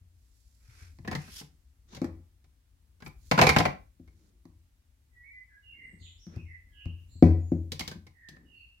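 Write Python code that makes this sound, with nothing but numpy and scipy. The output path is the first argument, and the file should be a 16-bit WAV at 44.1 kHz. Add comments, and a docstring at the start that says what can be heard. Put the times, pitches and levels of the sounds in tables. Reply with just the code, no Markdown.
"""Plastic and metal parts clatter in plastic bins, and heavy things thud on a wooden workbench.
Contacts ring the bins and a metal fitting; blows ring the boards and shake loose parts.
Sliding plastic adds friction noise. Faint bird-like chirps echo from further off, over a low rumble.
A close two-port microphone picks it all up in a small workshop."""
import sys
import numpy as np
from scipy import signal
from scipy.fft import rfft, irfft
from scipy.io import wavfile
from scipy.ndimage import uniform_filter1d

SR = 44100
rng = np.random.default_rng(int(sys.argv[2]) if len(sys.argv) > 2 else 0)


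def output_pcm(signal):
    """Save a mono or channel-first signal as 16-bit PCM at the path in sys.argv[1].

    Samples are clipped to [-1, 1] before scaling.
    """
    pcm = np.clip(np.atleast_2d(signal).T, -1, 1) * 32767
    wavfile.write(sys.argv[1], SR, np.round(pcm).astype(np.int16))


N = 388080
TIME_S = np.arange(N) / SR

# Event levels are relative within a layer.
# Hard contacts. Each row: start in seconds, body level in dB, tick level in dB, clack pitch in Hz.
CONTACTS = [(1.048, -41.5, -72, 691), (1.076, -30, -49, 1755), (1.113, -30.5, -46, 775),
            (1.127, -31, -50, 1770), (1.151, -30, -41.5, 1934), (1.279, -49, -62, 1530),
            (1.411, -45, -75, 444), (1.928, -50, -62, 1040), (1.948, -51, -50, 950),
            (1.967, -42.5, -55.5, 561), (2.442, -64.5, -72.5, 745), (3.003, -56, -66, 1490),
            (3.022, -44, -60, 1560), (3.062, -38.5, -54, 2310), (3.313, -12, -30.5, 680),
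            (3.377, -15.5, -39.5, 1474), (3.389, -8, -32.5, 1030), (3.414, -7, -23.5, 750),
            (3.423, -12.5, -34, 620), (3.435, -16, -34, 494), (3.468, -11.5, -26.5, 2245),
            (3.491, -11, -24, 2170), (3.563, -8.5, -32, 208), (3.585, -23, -27.5, 720),
            (3.601, -15.5, -39.5, 746), (3.653, -14.5, -39, 606), (4.076, -60, -73, 2166),
            (7.719, -38.5, -36.5, 483), (7.794, -38.5, -34.5, 3030), (7.807, -33.5, -39.5, 2088),
            (7.877, -37, -38.5, 464), (7.914, -40.5, -49.5, 1572), (8.067, -53, -61, 2080),
            (8.287, -55, -51, 1755), (8.364, -55.5, -71.5, 1785)]
# Soft blows on the bench. Each row: start in seconds, level in dB, knock pitch in Hz,
# low-mode boost in dB, rattle level in dB.
BLOWS = [(0.01, -47, 69, 12, -91), (0.684, -45.5, 106, 28, -89), (0.815, -38.5, 69, 23, -95),
         (0.987, -36, 135, 1, -58.5), (1.081, -27, 206, -8, -56), (2.017, -18.5, 266, -22, -43.5),
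         (2.044, -24, 290, -6, -42), (3.998, -42, 261.7, 2, -75), (4.454, -43, 290, 2, -60.5),
         (5.93, -46.5, 191.9, 5, -84), (6.008, -43.5, 64.2, 4.5, -88), (6.267, -35.5, 190.3, -2, -61),
         (6.361, -27, 99.55, -8, -55), (6.856, -25.5, 72.8, -12, -54.5), (7.152, -37.5, 75.26, 1.5, -89.5),
         (7.225, 0.5, 327, -3, -35.5), (7.519, -13, 283, -1, -56), (7.955, -36, 199.7, -1.5, -81)]
# Sliding parts. Each row: start, fastest moment and end in seconds, level in dB,
# tilt in dB per octave, rub pitch in Hz.
SLIDE_STROKES = [(0, 0.413, 2.2, -77.5, 6, 6020), (0.583, 0.82, 0.95, -62.5, -0.5, 1890),
                 (1.156, 1.217, 1.47, -58.5, 1, 2080), (1.263, 1.402, 1.425, -48.5, 4, 4200),
                 (1.873, 1.97, 1.984, -54.5, -10.5, 4980), (3.033, 3.082, 3.09, -58, 11.5, 1724),
                 (3.164, 3.282, 3.5, -68.5, 5.5, 5523), (4.001, 4.437, 4.3, -75, 1, 5560),
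                 (4.016, 4.246, 4.47, -70.5, -24, 280), (5.652, 5.917, 6.12, -66.5, -27.5, 215),
                 (6.254, 6.356, 6.44, -59, -12, 301), (8.305, 8.33, 8.6, -62.5, -23, 240)]
# Whistles. Each row: start and length in seconds, first and target pitch in Hz, level in dB.
CHIRP_NOTES = [(5.102, 0.17, 2010, 1910, -59.5), (5.216, 0.098, 2111, 2266, -53.5),
               (5.298, 0.1087, 2070, 2003, -52), (5.475, 0.1, 1820, 1608, -59.5),
               (5.619, 0.12, 2930, 2779, -52), (5.715, 0.19, 2300, 1967, -51.5),
               (5.758, 0.27, 9400, 7835, -78), (5.979, 0.12, 4905, 2995, -56),
               (5.979, 0.12, 6400, 7180, -64), (6.165, 0.1, 4710, 5990, -63),
               (6.318, 0.12, 2230, 2700, -62), (6.441, 0.13, 2280, 1937, -53),
               (6.673, 0.16, 1756, 1640, -67.5), (6.706, .19, 3300, 2692, -54.5),
               (7.055, 0.14, 6500, 7550, -69), (7.066, 0.12, 3500, 4420, -67.5),
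               (7.351, 0.17, 7050, 6690, -73), (8.111, 0.23, 2100, 1730, -57.5),
               (8.432, 0.24, 3000, 2695, -57), (8.512, 0.13, 4650, 4330, -75.5)]

# Hollow plastic bin. Each row: mode frequency in Hz, level in dB.
BIN_MODES = [(250, -6), (400, -8), (520, -0.5), (745, 3), (843, -7.5), (1000, -1), (1062, -9.5),
             (1200, -6.5), (1334, -14), (1950, -4)]
# Metal fitting and bench top. Each row: mode frequency in Hz, level in dB, T60 in seconds.
FITTING_MODES = [(1566, -7, 0.22), (2105, -3, 0.066), (2130, -3.5, 0.058), (2228, -4, 0.1),
                 (2297, -1, 0.12), (2334, -2, 0.022), (2500, -6, .17), (3110, -15.5, 0.087),
                 (4330, -11.5, 0.084)]
BENCH_MODES = [(72.2, -5, 0.41), (86.4, -2, 0.62), (162.6, 0.5, 0.17), (211, -10.5, 0.18),
               (243.75, 0, 0.14), (326, -1, .17), (386.3, -8.5, 0.21), (516, -4.5, 0.088), (637, -1, 0.05),
               (724, -7, 0.1)]

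# Noise spectra. Each row: frequency in Hz, relative density in dB.
BODY_SPECTRUM = [(100, -18), (300, -9), (650, 1), (1100, -1.5), (1500, -5), (2200, -2.5), (3200, -15.5),
                 (6000, -26), (15000, -55)]  # midrange of a contact
TICK_SPECTRUM = [(500, -25.5), (1500, -10), (2800, -0.5), (4500, 3), (6500, -4.5), (9000, -13),
                 (12000, -13.5), (16000, -23)]  # its sharp edge
BOOM_SPECTRUM = [(30, -28.5), (70, -7), (110, -5), (155, -2), (260, -6.5), (400, -13), (900, -51)]  # bin bottom
SCRAPE_SPECTRUM = [(100, -7.5), (350, -0.5), (700, -11), (1500, -1), (3000, -5), (5500, 1.5), (8000, -7),
                   (11500, -7.5), (16000, -25)]
RUMBLE_SPECTRUM = [(20, -12), (40, -2), (62, 4), (100, -7.5), (160, -23.5), (270, -23.5), (450, -39.5),
                   (1000, -48)]
HISS_SPECTRUM = [(50, -0.5), (500, -5.5), (1500, -5), (4000, -8.5), (8000, -10), (12000, -12), (16000, -19)]

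# Microphone ports. Each row: frequency in Hz, side minus mid in dB, left minus right in dB.
MIC_PORTS = [(59.4, -19, 3.5), (247, -11, 3.5), (562.8, -3, 2.5), (1270, 2, -0.5), (1985, -0.5, -2),
             (4500, 0, 1.5), (9000, 0, -2.5), (15000, -3, -4.5)]


def clatter():
    """Each contact ticks, clacks at the part's pitch, rings plastic and metal, and booms the bin."""
    body, boom, tick, clack = np.zeros((4, 2, N))
    for start_s, body_db, tick_db, clack_hz in CONTACTS:
        hit = contact(t60_s=0.043, crack=0.24, crack_t60_s=0.008, rise_s=0.0051)
        add(body, start_s, gain(body_db) * hit)
        part = ring([(clack_hz, 0, 0.025), (1.09 * clack_hz, -2, 0.022)])
        add(clack, start_s, gain(body_db - 8) * through(hit, part))
        boom_db = min(0.85 * body_db - 8, -23)  # capped: the bottom gives no further
        thump = contact(t60_s=0.09, crack=0.86, crack_t60_s=0.027, rise_s=0.0026)
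        add(boom, start_s, gain(boom_db) * thump)
        snap = contact(t60_s=0.065, crack=0.86, crack_t60_s=0.0033, rise_s=0.00041)
        add(tick, start_s, gain(tick_db) * snap)
    parts = gain(-7) * through(body, response(BODY_SPECTRUM))
    parts += gain(-14) * through(body, bin_ring())
    parts += gain(-23.5) * through(body, ring(FITTING_MODES))
    bottom = gain(-1) * through(boom, response(BOOM_SPECTRUM))
    bottom += gain(-3) * through(boom, ring([(143, -1.2, 0.12), (157, -0.8, 0.17)]))
    return parts + clack + bottom + gain(1.5) * through(tick, response(TICK_SPECTRUM))


def contact(t60_s, crack, crack_t60_s, rise_s):
    """A first crack, then the dense chatter of two hard surfaces settling."""
    t = TIME_S[:SR // 5]
    chatter = decay(t, t60_s) * (1 - np.exp(-t / rise_s))
    burst = rng.standard_normal((2, len(t))) * (chatter + crack * decay(t, crack_t60_s))
    return burst / np.linalg.norm(burst, axis=1, keepdims=True) * np.sqrt(SR / 100)


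def bin_ring(t60_s=0.13):
    """Bin walls ring briefly; plastic damps all modes alike."""
    return ring([(hz, db, t60_s) for hz, db in BIN_MODES])


def thuds():
    """Heavy things knock on the bench top; its modes ring and loose parts buzz."""
    boards, loose, shaken = np.zeros((3, 2, N))
    t = TIME_S[:SR // 20]
    for start_s, db, knock_hz, low_db, rattle_db in BLOWS:
        push = t * np.exp(-9 * knock_hz * t)
        wood = signal.fftconvolve(bench_ring(low_db), push)
        add(boards[0], start_s, gain(db - 5) * wood / abs(wood).max())
        t60_cycles = 4.1 - 0.14 * db  # a full blow presses on and chokes its knock
        add(boards[0], start_s, -gain(db - 3.5) * knock(knock_hz, t60_cycles / knock_hz))
        # Harder blows: sharper, longer buzz and more ringing.
        buzz = gain(rattle_db) * contact(t60_s=0.29 * gain(0.47 * db), crack=5.4 * gain(0.17 * db),
                                         crack_t60_s=0.008, rise_s=0.0016)
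        add(loose, start_s, buzz)
        add(shaken, start_s, gain(0.5 * db) * buzz)
    rattle = gain(-1.5) * through(loose, response(BODY_SPECTRUM))
    rattle += gain(-8) * through(loose, response(TICK_SPECTRUM))
    rattle += gain(-7) * through(shaken, ring(FITTING_MODES))
    rattle += gain(1.5) * through(shaken, bin_ring())
    boards[1] = 6 * np.gradient(boards[0])  # side signal: the wave reaches the left port first
    send = gain(-9.5) * boards + gain(-7.5) * rattle
    return boards + rattle + echoes(send, low_t60_s=0.36, high_t60_s=0.17, rise_s=0.0046)


def bench_ring(low_db):
    """Each spot favours other modes; a blow near a leg hardly moves the lowest."""
    lowest_hz = BENCH_MODES[0][0]
    spot_db = 1.2 * rng.standard_normal(len(BENCH_MODES))
    return ring([(hz, db + offset_db + low_db * lowest_hz / hz, t60_s)
                 for (hz, db, t60_s), offset_db in zip(BENCH_MODES, spot_db)])


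def knock(hz, t60_s, rise_cycles=0.5):
    """Damped tone of a struck part, peak 1."""
    t = TIME_S[:SR // 5]
    tone = np.sin(2 * np.pi * hz * t) * decay(t, t60_s) * (1 - np.exp(-t * hz / rise_cycles))
    return tone / abs(tone).max()


def slides():
    """Plastic on plastic: uneven friction swells with speed and rings a well-damped wall."""
    out = np.zeros((2, N))
    for start_s, fastest_s, end_s, db, tilt_db_per_oct, rub_hz in SLIDE_STROKES:
        t = start_s + TIME_S[:int((end_s - start_s) * SR)]
        speed = np.interp(t, [start_s, fastest_s, end_s], [0, 1, 0])
        grip_db = 1.6 * wander(rate_hz=200, size=len(t))
        friction = rng.standard_normal((2, len(t))) * speed ** 1.1 * gain(grip_db)
        scrape = through(friction, response(SCRAPE_SPECTRUM, tilt_db_per_oct))
        wall = ring([(0.75 * rub_hz, -1, 14 / rub_hz), (1.25 * rub_hz, 0, 14 / rub_hz)])
        add(out, start_s, gain(db + 1) * (scrape + gain(-2) * through(friction[::-1], wall)))
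    return out


def chirps():
    """Gliding, slightly raspy whistles echo from the right."""
    song = np.zeros((2, N))
    for start_s, length_s, first_hz, target_hz, db in CHIRP_NOTES:
        progress = np.linspace(0, 1, int(length_s * SR))
        hz = target_hz + (first_hz - target_hz) * np.exp(-2.5 * progress)
        rasp = 0.004 + 0.115 * abs(np.log2(target_hz / first_hz))  # wide glides are hoarsest
        hz *= 1 + rasp * wander(rate_hz=700, size=len(hz))
        swell = np.sin(np.pi * progress ** 1.54)  # peaks late
        add(song, start_s, gain(db) * swell * np.sin(2 * np.pi * np.cumsum(hz) / SR))
    direct = song * np.array([[1], [-0.8]])  # mid, side
    return direct + gain(6) * echoes(song, low_t60_s=0.35, high_t60_s=0.59, rise_s=0.0033)


def background(work, window_s=0.52):
    """A wavering low rumble swells with the handling, under a thin even hiss."""
    activity = uniform_filter1d(abs(work[0]), int(window_s * SR))
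    swell = gain(-63.5) + gain(-55) * activity / (activity + gain(-40))
    rumble = through(rng.standard_normal((2, N)), response(RUMBLE_SPECTRUM))
    waver_db = 1.4 * wander(rate_hz=19)
    hiss = through(rng.standard_normal((2, N)), response(HISS_SPECTRUM))
    return rumble * swell * gain(waver_db) + gain(-78.5) * hiss


def echoes(x, low_t60_s, high_t60_s, rise_s, split_hz=2500):
    """Diffuse reflections build up, then decay in two bands."""
    t = TIME_S[:SR]
    noise = rng.standard_normal((2, SR))
    low = signal.sosfilt(signal.butter(1, split_hz, fs=SR, output="sos"), noise)
    tail = low * decay(t, low_t60_s) + (noise - low) * decay(t, high_t60_s)
    tail *= 1 - np.exp(-t / rise_s)
    return through(x, tail / np.linalg.norm(tail[0]))


def microphone(field):
    """Mid/side to left/right: two close ports share the bass and differ in the treble."""
    hz = np.fft.rfftfreq(N, 1 / SR)
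    width = gain(contour([(f, side_db) for f, side_db, _ in MIC_PORTS], hz))
    lean = gain(contour([(f, left_db) for f, _, left_db in MIC_PORTS], hz) / 2)
    mid, side = rfft(field) * np.array([np.ones_like(width), width]) / np.hypot(1, width)
    return irfft(np.array([(mid + side) * lean, (mid - side) / lean]), N)


def ring(modes):
    """Damped modes of alternating sign, unit energy."""
    t = TIME_S[:SR]
    impulse = sum((-1) ** k * gain(db) * decay(t, t60_s) * np.sin(2 * np.pi * hz * t)
                  for k, (hz, db, t60_s) in enumerate(modes))
    return impulse / np.linalg.norm(impulse)


def response(spectrum, tilt_db_per_oct=0, size=4096):
    """Minimum-phase response of a spectrum, tilted above about 1 kHz, unit energy."""
    hz = np.fft.rfftfreq(size, 1 / SR)
    db = contour(spectrum, hz) + tilt_db_per_oct * np.log2(1 + hz / 1000)
    cepstrum = irfft(np.log(gain(db)))
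    cepstrum[1:size // 2] *= 2
    cepstrum[size // 2 + 1:] = 0
    impulse = irfft(np.exp(rfft(cepstrum)))
    return impulse / np.linalg.norm(impulse)


def contour(points, hz):
    """Join (Hz, dB) points on a log-frequency axis."""
    point_hz, db = np.transpose(points)
    return np.interp(np.log(hz + 1), np.log(point_hz), db)


def through(x, impulse):
    """Convolve a mid/side pair, keeping its length."""
    return signal.oaconvolve(x, np.atleast_2d(impulse), axes=-1)[:, :x.shape[1]]


def wander(rate_hz, size=N):
    """Smooth random drift, unit spread."""
    hold = max(int(SR / rate_hz), 1)
    steps = np.repeat(rng.standard_normal(size // hold + 1), hold)
    smooth = uniform_filter1d(uniform_filter1d(steps, hold), hold)[:size]
    return smooth / smooth.std()


def decay(t, t60_s):
    """Exponential fall, 60 dB in t60_s."""
    return np.exp(-np.log(1000) * t / t60_s)


def gain(db):
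    """Decibels to amplitude."""
    return 10 ** (np.asarray(db) / 20)


def add(track, start_s, sound):
    """Mix a sound into a track."""
    i = max(int(start_s * SR), 0)
    track[..., i:i + sound.shape[-1]] += sound[..., :N - i]


def scene():
    """Bench work in a small room, chirps and rumble behind it."""
    parts = clatter() + slides()
    room = gain(-10.5) * echoes(parts, low_t60_s=0.27, high_t60_s=0.19, rise_s=0.02)
    work = thuds() + parts + room
    return microphone(work + chirps() + background(work))


def record(dry):
    """The recorder thins the deepest bass, clips at full scale and cuts the top."""
    low_hz, top_hz = 36, 15900
    thinned = signal.sosfilt(signal.butter(2, low_hz, "high", fs=SR, output="sos"), dry)
    return signal.sosfilt(signal.ellip(8, 0.2, 70, top_hz, fs=SR, output="sos"), np.clip(thinned, -1, 1))


dry = scene()
out = record(dry)
output_pcm(out)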